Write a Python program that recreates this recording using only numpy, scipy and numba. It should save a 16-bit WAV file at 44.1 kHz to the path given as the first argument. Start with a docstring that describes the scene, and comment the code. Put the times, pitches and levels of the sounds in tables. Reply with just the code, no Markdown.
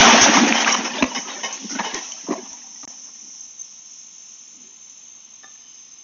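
"""On a residential street a car rams a parked one, rides up on it, drops back and settles.
Random snaps and small rings make the crumpling panels boom and crackle; filtered noise makes parts scrape.
Knocks and taps ring metal parts, shards tick on the road, and a noise tail echoes it off house fronts.
A small outdoor camera hears it through a hissing microphone with a sharp treble resonance, and overloads."""
import sys
import numpy as np
from scipy import signal
from scipy.fft import rfft, irfft
from scipy.io import wavfile
from scipy.ndimage import uniform_filter1d
from numba import njit

SR = 44100
rng = np.random.default_rng(int(sys.argv[2]) if len(sys.argv) > 2 else 0)


def store_wav(level_fs):
    """Save 16-bit WAV to argv[1]."""
    pcm = np.round(np.clip(np.atleast_2d(level_fs), -1, 1) * 32767)
    wavfile.write(sys.argv[1], SR, pcm.T.astype(np.int16))


N = 266319
T = np.arange(N) / SR


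def undb(db):
    """Turn decibels into a gain."""
    return 10 ** (np.asarray(db) / 20)


def unit(x):
    """Scale to an average (rms) level of 1."""
    return x / np.sqrt(np.mean(x ** 2))


def steady(x, span_s):
    """Hold the rms level near 1 over spans of the given length."""
    power = np.abs(uniform_filter1d(x ** 2, int(span_s * SR) + 1))
    return x / np.sqrt(power + 1e-9)


def noise():
    """White noise of rms 1."""
    return rng.standard_normal(N)


def colour(x, points):
    """Filter x to the spectrum drawn by (Hz, dB) points, without changing the power of white noise."""
    hz, db = np.transpose(points)
    size = 4096
    grid_hz = np.arange(size // 2 + 1) * SR / size
    gain = undb(np.interp(np.log(grid_hz + 1), np.log(hz), db))
    # fold the cepstrum so that the filter never sounds ahead of its input
    cepstrum = irfft(np.log(gain))
    cepstrum[1:size // 2] *= 2
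    cepstrum[size // 2 + 1:] = 0
    response = irfft(np.exp(rfft(cepstrum)))
    return signal.fftconvolve(x, response / np.linalg.norm(response))[:N]


def dull(x, hz):
    """A softer contact loses the treble above hz."""
    return signal.lfilter(*signal.butter(2, min(hz, .4 * SR), fs=SR), x)


def wander(span_s):
    """A value of spread 1 that drifts at random over spans of the given length."""
    size = int(span_s * SR) + 1
    return unit(uniform_filter1d(uniform_filter1d(noise(), size), size))


def flutter(span_s, depth_db):
    """A gain that wanders with a spread of so many dB."""
    return undb(depth_db * wander(span_s))


def ebb(db, fall_db_s, from_s=0):
    """A gain that holds until from_s, then loses so many dB each second."""
    return undb(db - fall_db_s * np.maximum(T - from_s, 0))


def swell(s, length, rise=0.93):
    """A push that builds, holds and lets go; rise is a share of the length."""
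    out, span = np.zeros(N), slice(max(int(s * SR), 0), int((s + 2 * length) * SR))
    age = np.maximum(T[span] - s, 0) / length
    out[span] = (1 - np.exp(-age / rise)) * np.exp(-age ** 4)
    return out


def fade(s, t60):
    """Die away from a moment of contact, losing 60 dB in t60 seconds."""
    out, span = np.zeros(N), slice(int(s * SR), int((s + 2 * t60) * SR))
    out[span] = np.exp(-np.log(1000) * (T[span] - s) / t60)
    return out


def ring(modes):
    """All the notes of an object after one tap, with a peak of 1."""
    t = T[:SR // 2]
    out = sum(undb(db - 60 * t / t60) * np.sin(2 * np.pi * hz * t) for hz, db, t60 in modes)
    return out / np.abs(out).max()


def strike(taps, modes):
    """Ring an object's modes with taps of (s, dB)."""
    force = np.zeros(N)
    for s, db in taps:
        force[int(s * SR)] += undb(db)
    return signal.fftconvolve(force, ring(modes))[:N]


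def resonance(x, s, hz, q):
    """One resonance excited by x, at an even level, from 0.05 s before s to 0.25 s after it."""
    out, span = np.zeros(N), slice(int(s * SR) - SR // 20, int(s * SR) + SR // 4)
    b, a = signal.iirpeak(hz, max(q, 1), fs=SR)
    once = signal.lfilter(b, a, x[span])
    out[span] = steady(signal.lfilter(b, a, once), 0.014)  # filtered twice: a narrower note
    return out


def fractures(rate, spread_db):
    """Random tiny snaps, so many per second: many weak, a few strong."""
    size = undb(spread_db * np.minimum(rng.exponential(size=N), 4))
    return unit((rng.random(N) < rate / SR) * size * np.sign(noise()))


@njit
def grains(start, hz, t60, size):
    """Add up small decaying rings, each a turning, shrinking complex number."""
    out = np.zeros(N)
    for k in range(len(start)):
        pole = np.exp((2j * np.pi * hz[k] - np.log(1000) / t60[k]) / SR)
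        z = size[k] + 0j
        for i in range(int(start[k]), min(N, int(start[k] + t60[k] * SR))):
            z *= pole
            out[i] += z.imag
    return out


def fragments(count, t60, spread_db):
    """Snaps at random moments; each rings a piece of its own pitch, most of them weakly."""
    when, pitch, life, luck = rng.random((count, 4)).T
    size = undb(spread_db * np.minimum(-np.log(luck), 4))
    hz = 200 + 7000 * pitch
    return unit(grains(when * N, hz, t60 * (.5 + life), size))


# The sound colour of crumpling metal. Each row: pitch in Hz, relative level in dB.
METAL_COLOUR = [(170, -37.5), (300, -3), (430, -0.5), (560, -4), (900, 2.5), (1200, -3.5), (1480, -2),
                (1850, -1), (2900, -3), (3600, -6), (4700, -13.5), (5600, -19), (7000, -46)]
# The colour of the hollow bodies booming. Each row: pitch in Hz, relative level in dB.
BOOM_COLOUR = [(90, -51), (160, -11), (195, -6.5), (235, 4), (275, 1), (340, -14.5), (480, -31),
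               (900, -61.5)]
# The colour of splintering plastic and glass. Each row: pitch in Hz, relative level in dB.
SPLINTER_COLOUR = [(3000, -33.5), (4800, -9.5), (5450, 0.5), (5850, 4.5), (6500, 1), (6850, -12.5),
                   (7400, -46.5)]
# the crush starts at full force and dies away as the cars slow: level at 0 s (dB), fall (dB per s)
CRACKLE_DB, CRACKLE_FALL_DB_S = -10, 25
BOOM_DB, BOOM_FALL_DB_S = -22, 14.5
SPLINTER_DB, SPLINTER_FALL_DB_S = -15, 28.5
# single buckles stand out of the crush: level (dB re the crackle), size spread (dB)
BUCKLE_DB, BUCKLE_SPREAD_DB = -5, 3.5


def crumple():
    """Panels buckle in dense snaps, plastic and glass splinter, the hollow bodies boom."""
    metal_snaps = fragments(count=15000, t60=0.15, spread_db=0.5) + undb(1.5) * fractures(3200, 2)
    crackle = steady(colour(metal_snaps, METAL_COLOUR), 0.045)
    boom = steady(colour(fractures(500, 8.3), BOOM_COLOUR), .03)
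    brittle_snaps = fragments(count=14000, t60=0.093, spread_db=2.5) + fractures(2400, 6.2)
    splinter = steady(colour(brittle_snaps, SPLINTER_COLOUR), 0.024)
    crackle = crackle + undb(BUCKLE_DB) * buckles()
    crackle = crackle * flutter(span_s=0.008, depth_db=0.5)  # the metal gives way in jerks
    crush = crackle * ebb(CRACKLE_DB, CRACKLE_FALL_DB_S)
    crush = crush + boom * ebb(BOOM_DB, BOOM_FALL_DB_S)
    crush = crush + splinter * ebb(SPLINTER_DB, SPLINTER_FALL_DB_S)
    return crush * (1 - settled())


def buckles():
    """Folds of sheet metal pop one by one, each with a brief note of its own."""
    when, pitch, luck = rng.random((900, 3)).T
    size = undb(BUCKLE_SPREAD_DB * np.minimum(-np.log(luck), 3))
    hz = 650 * 5 ** pitch
    cycles = 34  # each note fades by 60 dB in this many vibrations
    return steady(grains(when * N, hz, cycles / hz, size), .12)


# the crush gives way to grinding: middle and length of the handover (s)
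SETTLE_S, HANDOVER_S = 0.893, 0.083


def settled():
    """Share of the motion that has passed from crushing to grinding, 0-1."""
    return np.clip((T - SETTLE_S) / HANDOVER_S + .5, 0, 1)


# Short knocks, from hard blows to faint taps, with a click on either side of the brief cut-out.
# Each row: start in seconds, length in seconds, boom in dB, crack in dB,
# pitch of the ringing part in Hz, its level in dB, Hz above which the crack is dulled.
KNOCK_EVENTS = [(0.051, .008, -29.5, -24, 1150, -15, 5000), (0.074, 0.031, -32.5, -22, 846, -15.5, 5000),
                (0.129, 0.026, -25, -24, 700, -20, 4000), (0.248, 0.047, -29.5, -26, 572, -21.5, 5000),
                (0.37, 0.012, -23, -19, 1026, -11.5, 5040), (0.467, 0.0053, -25, -28, 421, -20.5, 3000),
                (0.524, 0.0028, -35, -15, 2520, -9.5, 6500), (0.554, .004, -37, -23, 960, -18, 5000),
                (0.646, 0.0039, -36, -26.5, 2630, -15, 6500), (0.674, 0.0093, -30, -21.5, 1720, -14, 5000),
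                (.689, 0.0067, -38.5, -20.5, 2250, -16.5, 6000), (0.699, .005, -37, -25, 2080, -18.5, 6000),
                (0.744, 0.012, -32, -22, 1000, -22, 3000), (1.0233, 0.0077, -22, -17.5, 2520, -13, 8000),
                (1.026, 0.007, -26, -17, 1100, -17, 3500), (1.038, 0.008, -25, -20.5, 2400, -25, 4020),
                (1.793, 0.019, -26, -27, 895, -22, 2600), (1.809, 0.018, -48, -34.5, 1740, -35, 2600),
                (1.926, 0.067, -43, -36, 318, -34.5, 6000), (2.267, 0.066, -46, -47, 990, -38.5, 1300),
                (2.285, 0.011, -19.5, -45, 765, -36.5, 1300), (2.304, 0.018, -26.5, -30, 314, -18.5, 2210),
                (2.322, 0.018, -31, -27, 710, -31, 2000), (2.336, 0.0075, -39, -32, 960, -35, 1800),
                (2.354, .018, -46, -53, 680, -33.5, 1810), (2.377, 0.027, -42, -50, 382, -33, 1390),
                (2.402, 0.07, -48, -51, 790, -50, 1310), (2.829, 0.023, -43.5, -43, 1100, -45.5, 5000),
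                (2.871, 0.007, -38.5, -35.5, 650, -35, 3980), (4.63, 0.089, -74, -76, 383, -62, 1985)]
# The colour of a cracking contact. Each row: pitch in Hz, relative level in dB.
CRACK_COLOUR = [(170, -24.5), (320, -3.5), (680, 3), (1100, 6), (1420, -13.5), (1800, -2), (2400, -4),
                (3000, -10), (3450, -25), (4000, 0.5), (4700, -33.5), (7000, -42)]
# The car drops back onto its wheels, the second time in two bumps. Each row: moment in seconds, level in dB.
DROP_TAPS = [(1.0275, -22), (2.289, -23), (2.311, -22)]
# The hollow body's notes, rung by the drops. Each row: pitch in Hz, relative level in dB,
# seconds to fade by 60 dB.
BODY_MODES = [(226, -23.5, 0.029), (244, -12, 0.081), (320, -15, 0.066), (561, -3, 0.11), (677, 2, 0.11),
              (891, -24, 0.032)]


def knocks():
    """Each knock mixes a short crack, a ringing note and a low boom; the drops ring the hollow body."""
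    crack = steady(colour(fractures(2500, 2.8), CRACK_COLOUR), 0.013)
    splinter = undb(-11.5) * steady(colour(noise(), SPLINTER_COLOUR), 0.012)  # dB re the crack
    boom = steady(colour(noise(), BOOM_COLOUR), 0.0025)
    contact, out = noise(), strike(DROP_TAPS, BODY_MODES)
    for s, length, boom_db, crack_db, hz, ring_db, top_hz in KNOCK_EVENTS:
        note = resonance(contact, s, hz, q=4.6) * undb(ring_db)
        crunch = (dull(crack, top_hz) + splinter) * undb(crack_db)
        out = out + swell(s, length, rise=.06) * (crunch + note + boom * undb(boom_db))
    return out


# Metal dragging on metal. Each row: start in seconds, length in seconds, rasp in dB, splinter in dB,
# bumper shell in dB, pitch of the singing panel in Hz, Hz above which the rasp is dulled.
SCRAPE_EVENTS = [(0.045, 0.125, -18.5, -31.5, -21.5, 1098, 2195),
                 (0.209, 0.057, -22, -12, -21.5, 3730, 7000), (0.331, 0.071, -21, -21, -19, 1136, 4950),
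                 (0.478, 0.017, -19.5, -21.5, -23.5, 1810, 6000),
                 (0.542, 0.075, -26, -27.5, -23.5, 3000, 6000), (0.601, 0.041, -24, -25.5, -32, 937, 6000),
                 (0.657, 0.087, -22.5, -25, -27, 1217, 7000), (0.741, 0.013, -20, -30, -28, 1307, 5000),
                 (0.762, 0.037, -28.5, -29, -34, 886, 2500), (0.844, 0.037, -26, -28.5, -30, 5420, 4000),
                 (1.147, 0.016, -30, -28.5, -29, 5360, 5000), (1.159, 0.034, -31.5, -36.5, -26, 2180, 4000),
                 (1.432, 0.042, -46, -30, -23.8, 900, 6000), (1.478, 0.092, -45, -52, -37, 2550, 5870),
                 (1.58, 0.11, -63, -46, -54, 2480, 7000), (1.694, 0.061, -41.5, -30, -60, 1480, 5000),
                 (1.748, 0.036, -36.5, -46, -40, 1500, 3480), (1.786, 0.023, -25, -45, -31, 1710, 2600),
                 (1.842, 0.05, -30.5, -37.5, -28.5, 940, 2400), (1.937, 0.057, -33, -33, -40, 1916, 7900)]
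# The bumper shell's notes, rattled by every scrape. Each row: pitch in Hz, relative level in dB,
# seconds to fade by 60 dB.
SHELL_MODES = [(720, -15.5, .06), (792, -3, 0.089), (932, -2, 0.089), (1076, -4, 0.098),
               (1780, -19.5, 0.071), (1862, -2, 0.08), (2136, -4.5, 0.14), (2230, -7, 0.081),
               (2570, -2, .04), (2990, 6.5, 0.037), (3700, -5, 0.062), (5180, 0, .05), (5680, -4, 0.063)]
SCRAPE_RING_DB = -1.5  # the singing panel, re the rasp
SCRAPE_BEND = .035  # the bending panel's pitch wavers with a spread of this share


def scrapes():
    """Edges stick and slip in short rasps; each rattles the bumper shell and makes a bending panel sing."""
    rasp_snaps = fractures(1700, 1.1) + fragments(count=12000, t60=0.071, spread_db=7.0)
    rasp = steady(colour(rasp_snaps, METAL_COLOUR), 0.012)
    splinter = steady(colour(fractures(3200, 2.6), SPLINTER_COLOUR), 0.0097)
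    shell = steady(signal.fftconvolve(fractures(2200, 1.5), ring(SHELL_MODES))[:N], 0.013)
    slow_noise = colour(noise(), [(30, 1), (80, -4), (250, -24), (900, -55)])
    slips = undb(SCRAPE_RING_DB) * steady(slow_noise, .03)
    bent_time = np.cumsum(1 + SCRAPE_BEND * wander(span_s=.018)) / SR
    out = 0
    for s, length, rasp_db, splinter_db, shell_db, hz, top_hz in SCRAPE_EVENTS:
        sing = np.sqrt(2) * slips * np.sin(2 * np.pi * hz * bent_time)
        drag = undb(rasp_db) * (dull(rasp, top_hz) + sing)
        drag = drag + splinter * undb(splinter_db) + shell * undb(shell_db)
        out = out + swell(s, length, rise=.05) * drag
    return out


# Bodies buckling, then rocking on their springs. Each row: start in seconds, length in seconds, level in dB.
THUD_PUSHES = [(0, 0.01, -13.5), (0.052, 0.034, -14.5), (0.123, 0.029, -10.5), (0.273, 0.032, -13.5),
               (0.348, 0.045, -11.5), (0.396, 0.054, -9.5), (0.479, 0.053, -17), (0.776, 0.022, -21),
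               (1.009, 0.012, -22.5), (1.163, 0.027, -24.5), (1.267, 0.04, -41), (1.59, 0.068, -36.5),
               (1.639, 0.02, -26.5), (1.698, 0.056, -29), (1.747, 0.025, -26), (2.231, 0.022, -40),
               (2.424, 0.011, -35), (3.212, 0.043, -51), (3.27, 0.025, -50), (4.522, 0.14, -52)]


def thuds():
    """Soft, heavy pushes reach only the lowest body resonance."""
    boom = steady(colour(noise(), BOOM_COLOUR), 0.0042)
    return boom * sum(undb(db) * swell(s, length, rise=0.32) for s, length, db in THUD_PUSHES)


# one low note: moment (s), level (dB), pitch (Hz), time to fade by 60 dB (s)
SLAM_S, SLAM_DB, SLAM_HZ, SLAM_T60_S = 1.0235, -3.5, 258, .085


def slam():
    """The first drop slams the floor pan: it booms once as the car lands, and dies away quickly."""
    return undb(SLAM_DB) * fade(SLAM_S, SLAM_T60_S) * np.sin(2 * np.pi * SLAM_HZ * (T - SLAM_S))


# Each lurch sets the wreck grinding and swaying. 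Each row: start in seconds, grind in dB, sway in dB,
# fall in dB per second.
LURCH_EVENTS = [(.74, -22.5, -29.5, 31.5), (1.27, -37.5, -54.5, 51), (1.829, -33.5, -47.5, 42.5),
                (2.3, -46.5, -50.5, 26), (2.88, -58, -61.5, 38)]
# The colour of the grinding. Each row: pitch in Hz, relative level in dB.
GRIND_COLOUR = [(170, -29.5), (300, -5.5), (520, -5.5), (950, 3), (1150, -3.5), (1450, -10), (1850, -3),
                (2300, -5.5), (2950, -4.5), (3600, -7), (4400, -14), (5500, -11.5), (7000, -28.5)]
LURCH_RISE_S = 0.0088  # every lurch builds alike


def settle():
    """The wreck grinds to rest in lurches: finer, weaker friction over the swaying bodies."""
    friction = fractures(4500, 1.6) + undb(-3.0) * fragments(count=12000, t60=0.1, spread_db=5.5)
    grind = steady(colour(friction, GRIND_COLOUR), 0.061)
    grind = grind * flutter(span_s=.025, depth_db=2.0)
    sway = steady(colour(noise(), BOOM_COLOUR), 0.027)
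    out = 0
    for s, grind_db, sway_db, fall in LURCH_EVENTS:
        onset = np.clip((T - s) / LURCH_RISE_S, 0, 1)
        out = out + onset * (grind * ebb(grind_db, fall, s) + sway * ebb(sway_db, fall, s))
    return settled() * out


# Shards hitting the road. Each row: moment in seconds, level in dB, seconds to fade by 60 dB, pitch in Hz.
SHARD_TICKS = [(0.722, -14, 0.013, 5970), (0.726, -11.5, 0.052, 5760), (1.527, -24.5, 0.17, 6280),
               (1.9454, -12.5, 0.011, 5920), (2.121, -23, 0.024, 5970), (2.119, -31.5, 0.061, 3060),
               (2.531, -25, 0.012, 6460)]


def shards():
    """Small hard pieces give brief bright ticks, each at its own pitch."""
    contact, out = noise(), 0
    for s, db, t60, hz in SHARD_TICKS:
        tick = steady(resonance(contact, s, hz, q=17), 0.0027)
        out = out + undb(db) * fade(s, t60) * tick
    return out


# The colour of the fine debris. 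Each row: pitch in Hz, relative level in dB.
GRIT_COLOUR = [(1200, -20), (2000, -4), (3000, 1.5), (3900, -2.5), (4800, -6), (7000, -13)]
GRIT_S, GRIT_LENGTH_S, GRIT_DB = 1.42, 0.84, -44  # start (s), length (s), level (dB)


def grit():
    """Crumbs of glass and plastic skitter over the road as the car slides down."""
    crumbs = steady(colour(fragments(count=20000, t60=0.017, spread_db=3.0), GRIT_COLOUR), .025)
    return undb(GRIT_DB) * crumbs * swell(GRIT_S, GRIT_LENGTH_S, rise=.05)


# A loose panel clanks and rattles. Each row: moment in seconds, level in dB.
CLANK_TAPS = [(5.434, -35.5), (5.443, -30.5), (5.476, -45), (5.509, -47.5), (5.555, -47), (5.608, -51),
              (5.645, -51)]
# The loose panel's notes. Each row: pitch in Hz, relative level in dB, seconds to fade by 60 dB.
PANEL_MODES = [(785, -6, .09), (850, -14, .14), (1206, -7, .2), (1290, -4, .08), (1520, -13, .05),
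               (1750, 2, .085), (1790, -1, .06), (2530, -21, .12), (3644, -5, .12)]


def clank():
    """A loose panel drops and bounces: each touch rings it briefly, with a little grit."""
    scuff = colour(noise(), [(250, 1.5), (550, -20), (800, -3), (1300, -4), (1800, -8.5),
                             (2200, -22), (5000, -29), (7000, -33)])
    touches = sum(undb(db - 26) * fade(s, t60=0.15) for s, db in CLANK_TAPS)
    return strike(CLANK_TAPS, PANEL_MODES) + scuff * touches


# Strained parts squeak. Each row: start in seconds, length in seconds, level in dB, pitch in Hz.
SQUEAK_TONES = [(5.424, .03, -51, 5170), (5.483, 0.048, -54, 3610), (5.548, 0.52, -54, 5130),
                (5.594, 0.21, -58, 3020), (5.62, 0.15, -68, 2900)]


def squeaks():
    """Strained parts rub in faint, thin, shimmering tones."""
    waver = steady(colour(noise(), [(8, 0), (45, 1), (130, -11), (450, -40)]), .025)
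    out = 0
    for s, length, db, hz in SQUEAK_TONES:
        out = out + undb(db) * swell(s, length, rise=0.093) * np.sin(2 * np.pi * hz * T)
    return waver * out


def street(x, t60=0.11, wet_db=-16, delay_s=0.029):
    """House fronts scatter a dull, late echo."""
    scatter = colour(noise(), [(100, -4.0), (900, 0.0), (3000, -6.0), (7000, -8.0)])
    tail = (scatter * fade(delay_s, t60))[:SR]
    tail = tail / np.abs(rfft(tail))[200:3000].mean()  # average gain 1 from 200 to 3000 Hz
    return x + undb(wet_db) * signal.fftconvolve(x, tail)[:N]


# The colour of the broad noise floor. Each row: pitch in Hz, relative level in dB.
FLOOR_COLOUR = [(25, -13), (70, -9.5), (150, -2), (230, 7), (400, -5), (650, -5), (1050, 0), (1600, -8),
                (2400, 1), (3100, 3), (3900, 2), (4700, -7.5), (6500, 1), (8000, -26.5)]
# The colour of the treble hiss. Each row: pitch in Hz, relative level in dB.
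HISS_COLOUR = [(3500, -42), (5050, -21.5), (5350, -2), (5700, -5.5), (6000, 3), (6130, -4), (6380, -0.5),
               (6650, -10), (6900, -11.5), (7200, -29.5), (7600, -48)]
# The hiss peaks at the microphone's resonance. Each row: pitch in Hz, relative level in dB.
HISS_PEAK_COLOUR = [(5600, -35.5), (6100, -17), (6240, -3), (6410, -2), (6560, -18), (7000, -31)]
# The whistle flares up. Each row: start in seconds, length in seconds, level in dB.
WHISTLE_FLARES = [(3.378, 0.075, -30), (3.567, 0.063, -25)]
# Brief low bumps, below the wreck's own range. Each row: start in seconds, length in seconds, level in dB.
LOW_BUMPS = [(0, 0.013, -15), (0.04, 0.089, -33), (0.205, 0.032, -23.5), (1.015, 0.034, -27.5),
             (1.937, 0.024, -37), (2.51, 0.015, -55), (2.841, 0.038, -41.5)]
# the treble hiss holds, then ebbs: level (dB), held until (s), fall (dB per s)
HISS_DB, HISS_HOLD_S, HISS_FALL_DB_S = -38, 2.03, 4
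HISS_PEAK_DB, HISS_PEAK_FALL_DB_S = -46, 0.8  # its resonant peak ebbs more slowly
# the hiss whistles faintly at its resonance: pitch (Hz), spread of its wander (Hz), level (dB)
WHISTLE_HZ, WHISTLE_WANDER_HZ, WHISTLE_DB = 6265, 8, -44.5


def microphone():
    """Broad floor, resonant treble hiss with a gliding band and a wavering whistle, and brief low bumps."""
    floor = undb(-55.5) * colour(noise(), FLOOR_COLOUR)
    hiss = flutter(span_s=0.095, depth_db=1.74) * colour(noise(), HISS_COLOUR)
    hiss = hiss * ebb(HISS_DB, HISS_FALL_DB_S, HISS_HOLD_S)
    peak = flutter(span_s=0.038, depth_db=2.0) * colour(noise(), HISS_PEAK_COLOUR)
    peak = peak * ebb(HISS_PEAK_DB, HISS_PEAK_FALL_DB_S, HISS_HOLD_S)
    waver = colour(noise(), [(10, -4.5), (30, 12.5), (90, -24.5), (400, -44.0), (1500, -97.5)])
    pitch_hz = WHISTLE_HZ + WHISTLE_WANDER_HZ * wander(span_s=.07)
    whistle = steady(waver, 0.061) * np.sin(2 * np.pi * np.cumsum(pitch_hz) / SR)
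    flares = sum(undb(db) * swell(s, length) for s, length, db in WHISTLE_FLARES)
    whistle = whistle * (undb(WHISTLE_DB) + flares)
    shove = colour(noise(), [(15, -3.0), (30, -13), (65, -6.0), (110, 3.0), (250, -41.5), (900, -85.5)])
    bumps = steady(shove, 0.016) * sum(undb(db) * swell(s, length) for s, length, db in LOW_BUMPS)
    return floor + hiss + peak + sizzle() + whistle + bumps


# A gliding band in the hiss. Each row: moment in seconds, centre pitch in Hz, level in dB.
SIZZLE_GLIDE = [(2.9, 6450, -68), (3.7, 6580, -50), (4.399, 6800, -51.5), (4.898, 6850, -54),
                (5.3, 6600, -55.5), (5.6, 6390, -49.5), (6.0, 6280, -46.5)]


def sizzle():
    """A narrow band of the hiss glides up and back down: slow noise carried on a gliding tone."""
    s, hz, db = np.transpose(SIZZLE_GLIDE)
    band = steady(colour(noise(), [(20, 5.5), (70, -0.5), (160, -20.5), (500, -54.5)]), .06)
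    tone = np.sin(2 * np.pi * np.cumsum(np.interp(T, s, hz)) / SR)
    return band * undb(np.interp(T, s, db, left=-120)) * tone


LOW_CUT_HZ = 180


def scene():
    """The wreck in the street, thinned in the bass by the small microphone, over its own noise."""
    crash = crumple() + scrapes() + knocks() + thuds() + slam() + settle()
    debris = shards() + grit() + clank() + squeaks()
    wreck = street(crash + debris)
    low_cut = signal.butter(8, LOW_CUT_HZ, "high", fs=SR, output="sos")
    return (signal.sosfilt(low_cut, wreck) + microphone())[None]  # one channel


# The sound cuts out for an instant. The two values: start in seconds, end in seconds.
CUTOUT = (2.853, 2.876)
TOP_HZ = 7200  # little is left above this


def record(dry):
    """The camera flattens the loudest peaks, cuts out for an instant and drops the top."""
    gate = np.where((T > CUTOUT[0]) & (T < CUTOUT[1]), undb(-42), 1)
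    clipped = dry / (1 + (dry / .73) ** 6) ** (1 / 6)  # never beyond 0.73
    top_cut = signal.ellip(8, .1, 35, TOP_HZ, fs=SR, output="sos")
    return signal.sosfiltfilt(top_cut, clipped * gate)


dry = scene()
out = record(dry)
store_wav(out)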